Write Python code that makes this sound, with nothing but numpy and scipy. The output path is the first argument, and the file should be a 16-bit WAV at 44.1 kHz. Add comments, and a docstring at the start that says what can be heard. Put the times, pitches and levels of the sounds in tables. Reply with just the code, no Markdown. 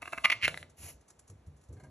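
"""A nut is rolled by hand along a window sill: the ridges of its shell bump, stick and slip, and catch,
then it taps down and rocks to rest, each contact ringing the sill and frame.
The hand slides off with a soft friction swish, followed by small rustles and a faint loose rattle.
Dull thumps of someone moving lie under it all, in a quiet room.
Two closely spaced microphone ports hear it from one side."""
import sys
import numpy as np
from scipy import signal
from scipy.fft import rfft, irfft, next_fast_len
from scipy.io import wavfile
from scipy.ndimage import map_coordinates

SR = 44100
rng = np.random.default_rng(int(sys.argv[2]) if len(sys.argv) > 2 else 0)


def digitize_waveform(pressure):
    """Quantize a signal to 16-bit integers and store it at the path in sys.argv[1].

    Rows of a 2-D input are taken as channels; values are limited to [-1, 1].
    """
    field = np.atleast_2d(pressure).T
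    bounded = np.clip(field, -1, 1)
    quanta = np.round(bounded * 32767).astype(np.int16)
    wavfile.write(sys.argv[1], SR, quanta)


N = 83790

# crisp colour of the rustles and the rattle's chatter (frequency [Hz], level [dB])
RUSTLE_TONE = [(100, -5), (1200, -0.5), (2500, -9.5), (4500, -7), (6500, 3), (8000, 4.5), (9300, -13),
               (10700, 5), (12000, -18.5), (15000, -39)]


def rolling():
    """Ridges of the shell bump and tick over the sill, grinding a little, while the fingers rub."""
    # soft bumps (time [s], level [dB])
    bumps = [(.0215, -34), (.028, -30), (.032, -34.5), (.057, -32.5), (.077, -34), (.0795, -31),
             (.1245, -42.5), (.1305, -29), (.1335, -23), (.146, -37), (0.1782, -28.5), (0.183, -26)]
    # their woody colour (frequency [Hz], level [dB])
    bump_tone = [(40, -24.5), (150, -9), (330, -2.5), (520, -10.5), (670, -2.5), (800, -6.5), (1250, 0),
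                 (1450, -5.5), (1600, 2.5), (1850, -9), (2100, 1), (2450, -7), (2650, 2.5), (3050, -19.5),
                 (4200, -27.5), (5200, -28), (7500, -25), (11000, -23.5), (12500, -47)]
    # crisp ticks as the shell rolls and lands (time [s], level [dB])
    ticks = [(.0195, -42.5), (.057, -55), (.076, -52), (.1235, -50), (.1302, -42.5), (.1775, -51),
             (.4805, -32.5), (.575, -42.5), (.6285, -55)]
    # light finger rubs (start [s], rise [s], hold [s], fade [s], level [dB])
    rubs = [(0.015, 0.0036, 0.22, .03, -62.5), (0.476, 0.0093, 0.13, .05, -61)]
    # bright colour of ticks and rubs (frequency [Hz], level [dB])
    tick_tone = [(200, -13), (2500, -3.5), (4200, 0.5), (5200, -6), (7500, -0.5), (11000, 1), (12300, -18),
                 (15000, -40)]
    grind_db, grind_width_s, tick_t60 = -25.5, .0034, .025
    t = since(0)
    grind = sum(amp(db + grind_db) * np.exp(-np.abs(t - s) / grind_width_s) for s, db in bumps)
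    tick = sum((t > s) * amp(db - 60 * since(s) / tick_t60) for s, db in ticks) / 2
    rub = sum(stroke(*row) for row in rubs)
    force = blows(bumps) + grind * rng.standard_normal(N)
    return through(force, click(bump_tone)) + (rub + tick) * noise(tick_tone)


def scraping():
    """The pushed shell sticks and slips unevenly: a rasp over a hollow body, with a few hard catches."""
    # scrapes (start [s], rise [s], hold [s], fade [s], rasp level [dB], body level [dB])
    scrapes = [(0.238, 0.0077, 0.011, 0.013, -24.5, -29), (.294, 0.0057, 0.006, 0.01, -28.5, -42),
               (0.311, 0.0073, 0.0079, 0.018, -26, -36), (0.408, 0.027, 0.02, 0.04, -28.5, -55.5),
               (0.479, 0.0041, .012, 0.0072, -42, -62.5)]
    # colour of the rasp (frequency [Hz], level [dB])
    rasp_tone = [(40, -30.5), (200, -26), (500, -26.5), (900, -33.5), (1250, -13), (1700, -10),
                 (2050, -1.5), (2650, -2.5), (3100, -8), (3700, -19.5), (4300, -15), (5000, -20),
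                 (6000, -24.5), (8000, -29.5), (11000, -25), (12500, -48), (15000, -55.5)]
    # colour of the hollow body (frequency [Hz], level [dB])
    body_tone = [(40, -26.5), (300, -16.5), (520, -16), (670, -6.5), (820, -5.5), (1080, 1.5), (1230, 7.5),
                 (1420, 0.5), (1800, -2.5), (3000, -16.5), (8000, -49)]
    # hard catches (time [s], level [dB])
    catches = [(.2462, -15.5), (.249, -16), (.2532, -15.5), (.2566, -8.5), (.3005, -19), (.304, -28),
               (.3233, -18.5), (.327, -13), (.4478, -23), (.4512, -23), (.4563, -26)]
    # their sharp colour (frequency [Hz], level [dB])
    catch_tone = [(40, -43.5), (200, -29.5), (600, -20), (1200, -8), (1700, -6.5), (2100, 8.5), (2550, -2),
                  (3100, -8), (4200, -21.5), (5000, -30.5), (6000, -28.5), (8000, -38), (11000, -27),
                  (12500, -48.5), (15000, -64.5)]
    slips_per_s, slip_spread_db, grit_db = 1200, 4, -10.5
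    slipping = rng.random(N) < slips_per_s / SR
    strength = amp(slip_spread_db * rng.standard_normal(N))
    grit = rng.standard_normal(N)
    friction = unit(unit(slipping * strength * np.sign(grit)) + amp(grit_db) * grit)
    out = through(blows(catches), click(catch_tone))
    rasp, body = click(rasp_tone), click(body_tone)
    for *shape, rasp_db, body_db in scrapes:
        shell = amp(rasp_db) * rasp / np.linalg.norm(rasp) + amp(body_db) * body / np.linalg.norm(body)
        out += through(stroke(*shape, db=0) * friction, shell)
    return out


def tapping():
    """The nut settles, each tap a dry click and a low knock; light taps are duller."""
    # taps (time [s], click level [dB], knock level [dB], low-pass cutoff [Hz])
    taps = [(0.4798, -12.5, -26, 12600), (0.5433, -28, -45, 4200), (0.5749, -26.5, -42, 6830),
            (0.6286, -32.5, -47.5, 5940)]
    # colour of the click (frequency [Hz], level [dB])
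    tap_tone = [(40, -30), (400, -15), (1000, -12), (1400, -3), (2000, 0), (2700, -7), (4000, -8),
                (5000, -26), (6300, -26), (7400, -17), (8800, -20), (9800, -15), (11000, -17), (12000, -32),
                (15000, -48)]
    # colour of the knock (frequency [Hz], level [dB])
    knock_tone = [(40, -1), (150, -5), (350, -1.5), (620, 6), (1000, -13.5), (2000, -65), (8000, -91)]
    grit_db, grit_t60 = -20, .017  # the shell chatters briefly on landing
    out = np.zeros(N)
    for s, db, knock_db, cutoff_hz in taps:
        t = since(s)
        grit = (t > 0) * amp(db + grit_db - 60 * t / grit_t60) * rng.standard_normal(N)
        tap = through(blows([(s, db)]) + grit, click(tap_tone))
        knock = through(blows([(s, knock_db)]), click(knock_tone))
        out += signal.lfilter(*signal.butter(2, cutoff_hz, fs=SR), tap + knock)
    return out


def sill(contacts):
    """Every contact sets the sill and frame ringing."""
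    # modes of sill and frame (frequency [Hz], level [dB], t60 [s])
    modes = [(668, -4, .16), (1086, -1, .16), (1226, 1, .12), (1411, -1, .14), (1545, -4, .08),
             (1738, -8, .12), (1943, -4, .13), (2029, 0, .13), (2130, 0, .12), (2270, -1, .12),
             (2390, -4, .12), (2496, -4, .1), (2624, 3, .14), (2792, 0, .13), (3020, -2, .12),
             (4250, -2, .08)]
    ring_db = -54
    t = since(0)
    ring = sum(amp(db - 60 * t / t60) * np.cos(2 * np.pi * hz * t) for hz, db, t60 in modes)
    return contacts + amp(ring_db) * through(contacts, ring)


def hand():
    """The hand slides away with uneven friction, among brief rustles."""
    # swell of the slide (time [s], level [dB])
    slide = [(.765, -77), (.782, -58), (.84, -50), (.895, -49.5), (.93, -61), (.97, -90), (1.02, -110)]
    # its airy colour (frequency [Hz], level [dB])
    swish_tone = [(40, -4.5), (200, -6.5), (600, -0.5), (1000, -7), (1700, -7.5), (2300, -1.5), (2800, 0),
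                  (3500, -11), (5000, -6.5), (7000, -0.5), (9000, -7.5), (10800, 5), (12000, -4),
                  (14500, -22)]
    # small rustles (peak time [s], level [dB], fade [s])
    rustles = [(.699, -61.5, 0.034), (1.012, -66, 0.028), (1.084, -59, .04), (1.106, -55, 0.022),
               (1.195, -55.5, 0.024), (1.28, -58.5, 0.034), (1.301, -57.5, 0.03), (1.467, -68, 0.046),
               (1.567, -71, 0.076), (1.615, -69.5, .04), (1.638, -68, 0.048), (1.688, -68.5, 0.03),
               (1.729, -63.5, 0.056)]
    rough_db, rough_per_s, rustle_rise_s = 1, 250, .0095
    t = since(0)
    roughness = map_coordinates(rng.standard_normal(N), [t * rough_per_s], order=1)
    swish = amp(np.interp(t, *np.transpose(slide), left=-120) + rough_db * roughness)
    rustle = sum(stroke(s - rustle_rise_s, rustle_rise_s, 0, fade, db) for s, db, fade in rustles)
    return swish * noise(swish_tone) + rustle * noise(RUSTLE_TONE)


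def thumps():
    """Someone moves: soft low blows, each with a scuff and a lingering boom."""
    # thumps (time [s], level [dB], pitch [Hz], t60 [s], relative scuff level [dB])
    hits = [(.02, -58, 80, .4, -19), (.17, -52.5, 62.6, 0.29, -23), (0.272, -54, 89.2, 0.36, -23),
            (.35, -51.5, 111, 0.34, -12), (0.431, -37, 95, 0.21, -11), (.5, -49, 164.1, 0.38, -20.5),
            (0.601, -49, 86.8, 0.25, -10.5), (0.789, -47.5, 80, 0.29, -13.5),
            (0.834, -37.5, 86, 0.17, -22.5), (0.934, -50.5, 60, 0.32, -16.5), (1.297, -42.5, 98, 0.3, -14),
            (1.355, -54, 65, .15, -29), (1.47, -34.5, 84.4, 0.13, -27), (1.534, -51, 69.3, .25, -20),
            (1.691, -36.5, 95, 0.15, -11.5), (1.765, -48, 93.3, 0.24, -12.5),
            (1.827, -45, 140.6, 0.19, -16), (1.857, -42.5, 83.3, .25, -17)]
    # dull colour of the scuff (frequency [Hz], level [dB])
    scuff_tone = [(30, -17.5), (70, 7.5), (160, -4.5), (230, -4.5), (420, -10.5), (800, -24), (2000, -46),
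                  (8000, -58)]
    attack_s, scuff_decay_s = .0066, .07
    boom_hz, boom_db, boom_t60 = 146.9, -16, .61
    out, scuff_noise = np.zeros(N), noise(scuff_tone)
    for s, db, hz, t60, scuff_db in hits:
        t = since(s)
        attack = 1 - np.exp(-t / attack_s)
        body = amp(-60 * t / t60) * np.sin(2 * np.pi * hz * t)
        boom = amp(boom_db - 60 * t / boom_t60) * np.sin(2 * np.pi * boom_hz * t)
        scuff = amp(scuff_db) * np.exp(-t / scuff_decay_s) * scuff_noise
        out += amp(db) * attack * (body + boom + scuff)
    return out


def rattle():
    """Something loose chatters and rings faintly in short bursts."""
    # bursts (time [s], level [dB])
    bursts = [(1.767, -63.5), (1.799, -56), (1.836, -54.5)]
    # modes of the loose object (frequency [Hz], level [dB], t60 [s])
    modes = [(630, -4, 0.23), (748, 4, 0.074), (981, -2, 0.07), (1226, -6, 0.071), (1618, 7.5, 0.031),
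             (1960, -12.5, 0.13), (2118, -2.5, 0.051), (2840, -13.5, 0.043), (4230, -4, 0.019)]
    chatter_db, burst_t60 = -10.5, .112
    t = since(0)
    ring = sum(amp(db - 60 * t / t60) * np.sin(2 * np.pi * hz * t) for hz, db, t60 in modes)
    shake = sum((t > s) * amp(db - 60 * since(s) / burst_t60) for s, db in bursts)
    ringing = through(shake * rng.standard_normal(N), ring / np.linalg.norm(ring))
    return ringing + amp(chatter_db) * shake * noise(RUSTLE_TONE)


def room(x):
    """A diffuse tail, new on each call, whose length and strength vary with frequency."""
    # reverb time (frequency [Hz], t60 [s])
    decay_times = [(100, 0.57), (500, 0.48), (2000, 0.33), (6000, 0.44), (11000, 0.12)]
    # reverb strength (frequency [Hz], level [dB])
    levels = [(100, -7.5), (600, -6), (2200, -21), (4000, -13.5), (7000, -12), (11000, -8.5)]
    build_up_s = .004
    hz, t, spectrum = signal.stft(rng.standard_normal(SR // 2), SR, nperseg=256)
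    t60 = along(decay_times, hz)[:, None]
    decay = amp(along(levels, hz)[:, None] - 60 * t / t60)
    equal_energy = np.sqrt(2 * np.log(1000) / (t60 * SR))
    _, tail = signal.istft(spectrum * decay * equal_energy, SR, nperseg=256)
    onset = 1 - np.exp(-np.arange(len(tail)) / SR / build_up_s)
    return through(x, tail * onset)


def air():
    """Quiet, steady room tone, as mid and side signals."""
    # low rumble in the centre (frequency [Hz], level [dB])
    mid_tone = [(20, -40.5), (40, -12), (65, 1.5), (150, -7), (220, -11.5), (600, -13.5), (1200, -21.5),
                (2500, -28), (5000, -35), (7000, -35.5), (10500, -33.5), (12500, -47.5), (15000, -67)]
    # soft hush at the sides (frequency [Hz], level [dB])
    side_tone = [(20, -24.5), (100, -7), (250, 2), (600, 5), (1200, -6), (3000, -17.5), (10000, -22.5),
                 (13000, -41)]
    return amp(db=-67) * noise(mid_tone), amp(db=-76.5) * noise(side_tone)


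def ports(mid, side):
    """Two close microphone ports; the sound reaches the left one slightly first."""
    # lead of left over right (frequency [Hz], phase [rad])
    lead = [(20, 0), (1700, 0), (2100, .3), (2500, 1.1), (3200, 1.5), (3800, .5), (4400, 1), (4850, 3.1),
            (5300, 5.7), (6200, 6.5), (8850, 9.4), (12000, 12.4), (15000, 12.6)]
    # balance, left minus right (frequency [Hz], level [dB])
    balance = [(180, 0), (750, -1.5), (1200, .5), (2000, -.7), (2700, -2.5), (3400, 3), (4000, 3),
               (4750, -4), (5600, .5), (11000, 0)]
    left = lambda hz: amp(along(balance, hz) / 2) * np.exp(.5j * along(lead, hz))
    right = lambda hz: 1 / left(hz)
    return np.array([filtered(mid + side, left), filtered(mid - side, right)])


def amp(db):
    """Decibels to gain."""
    return 10 ** (np.asarray(db) / 20)


def unit(x):
    """Scale to rms 1."""
    return x / np.sqrt(np.mean(x ** 2) + 1e-20)


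def along(points, hz):
    """Read (frequency [Hz], value) points on a log axis."""
    freqs, values = np.transpose(points)
    return np.interp(np.log(hz + 1), np.log(freqs + 1), values)


def filtered(x, response):
    """Shape x with a frequency response."""
    size = next_fast_len(N + SR // 2)
    return irfft(rfft(x, size) * response(np.fft.rfftfreq(size, 1 / SR)), size)[..., :N]


def noise(tone):
    """Coloured noise of rms 1."""
    return unit(filtered(rng.standard_normal(N), lambda hz: amp(along(tone, hz))))


def click(tone, size=4096):
    """A minimum-phase pulse of peak 1 with the given colour."""
    gain = amp(along(tone, np.fft.rfftfreq(size, 1 / SR)))
    cepstrum = irfft(np.log(gain))
    cepstrum[1:size // 2] *= 2
    cepstrum[size // 2 + 1:] = 0
    pulse = irfft(np.exp(rfft(cepstrum)))
    return pulse / np.abs(pulse).max()


def through(x, impulse_response):
    """Play x through an impulse response."""
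    return signal.fftconvolve(x, impulse_response)[:N]


def since(s):
    """Seconds after s, zero before."""
    return np.maximum(np.arange(N) / SR - s, 0)


def blows(rows):
    """One impulse for each (time [s], level [dB])."""
    s, db = np.transpose(rows)
    return np.bincount(np.round(s * SR).astype(int), amp(db), N)[:N]


def stroke(start, rise, hold, fade, db):
    """Envelope that climbs 30 dB per rise, holds at db and falls 30 dB per fade."""
    t = np.arange(N) / SR - start - rise
    return amp(db - 30 * (np.maximum(-t / rise, 0) + np.maximum((t - hold) / fade, 0)))


def scene():
    """Nut, hand and rattle with their reverb, over thumps and room tone, in stereo."""
    width_db = -8.5
    direct = sill(rolling() + scraping() + tapping()) + hand() + rattle()
    mid = direct + room(direct) + thumps()
    side = amp(width_db) * room(direct)
    air_mid, air_side = air()
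    return ports(mid + air_mid, side + air_side)


def record(dry):
    """The microphone loses deep bass and top treble; nothing passes the band limit."""
    # microphone response (frequency [Hz], level [dB])
    mic_tone = [(15, -28), (35, -6.5), (55, 0), (11300, 1), (12300, -2), (15000, -8)]
    band_limit_hz = 15100
    return filtered(dry, lambda hz: amp(along(mic_tone, hz)) * (hz < band_limit_hz))


dry = scene()
out = record(dry)
digitize_waveform(out)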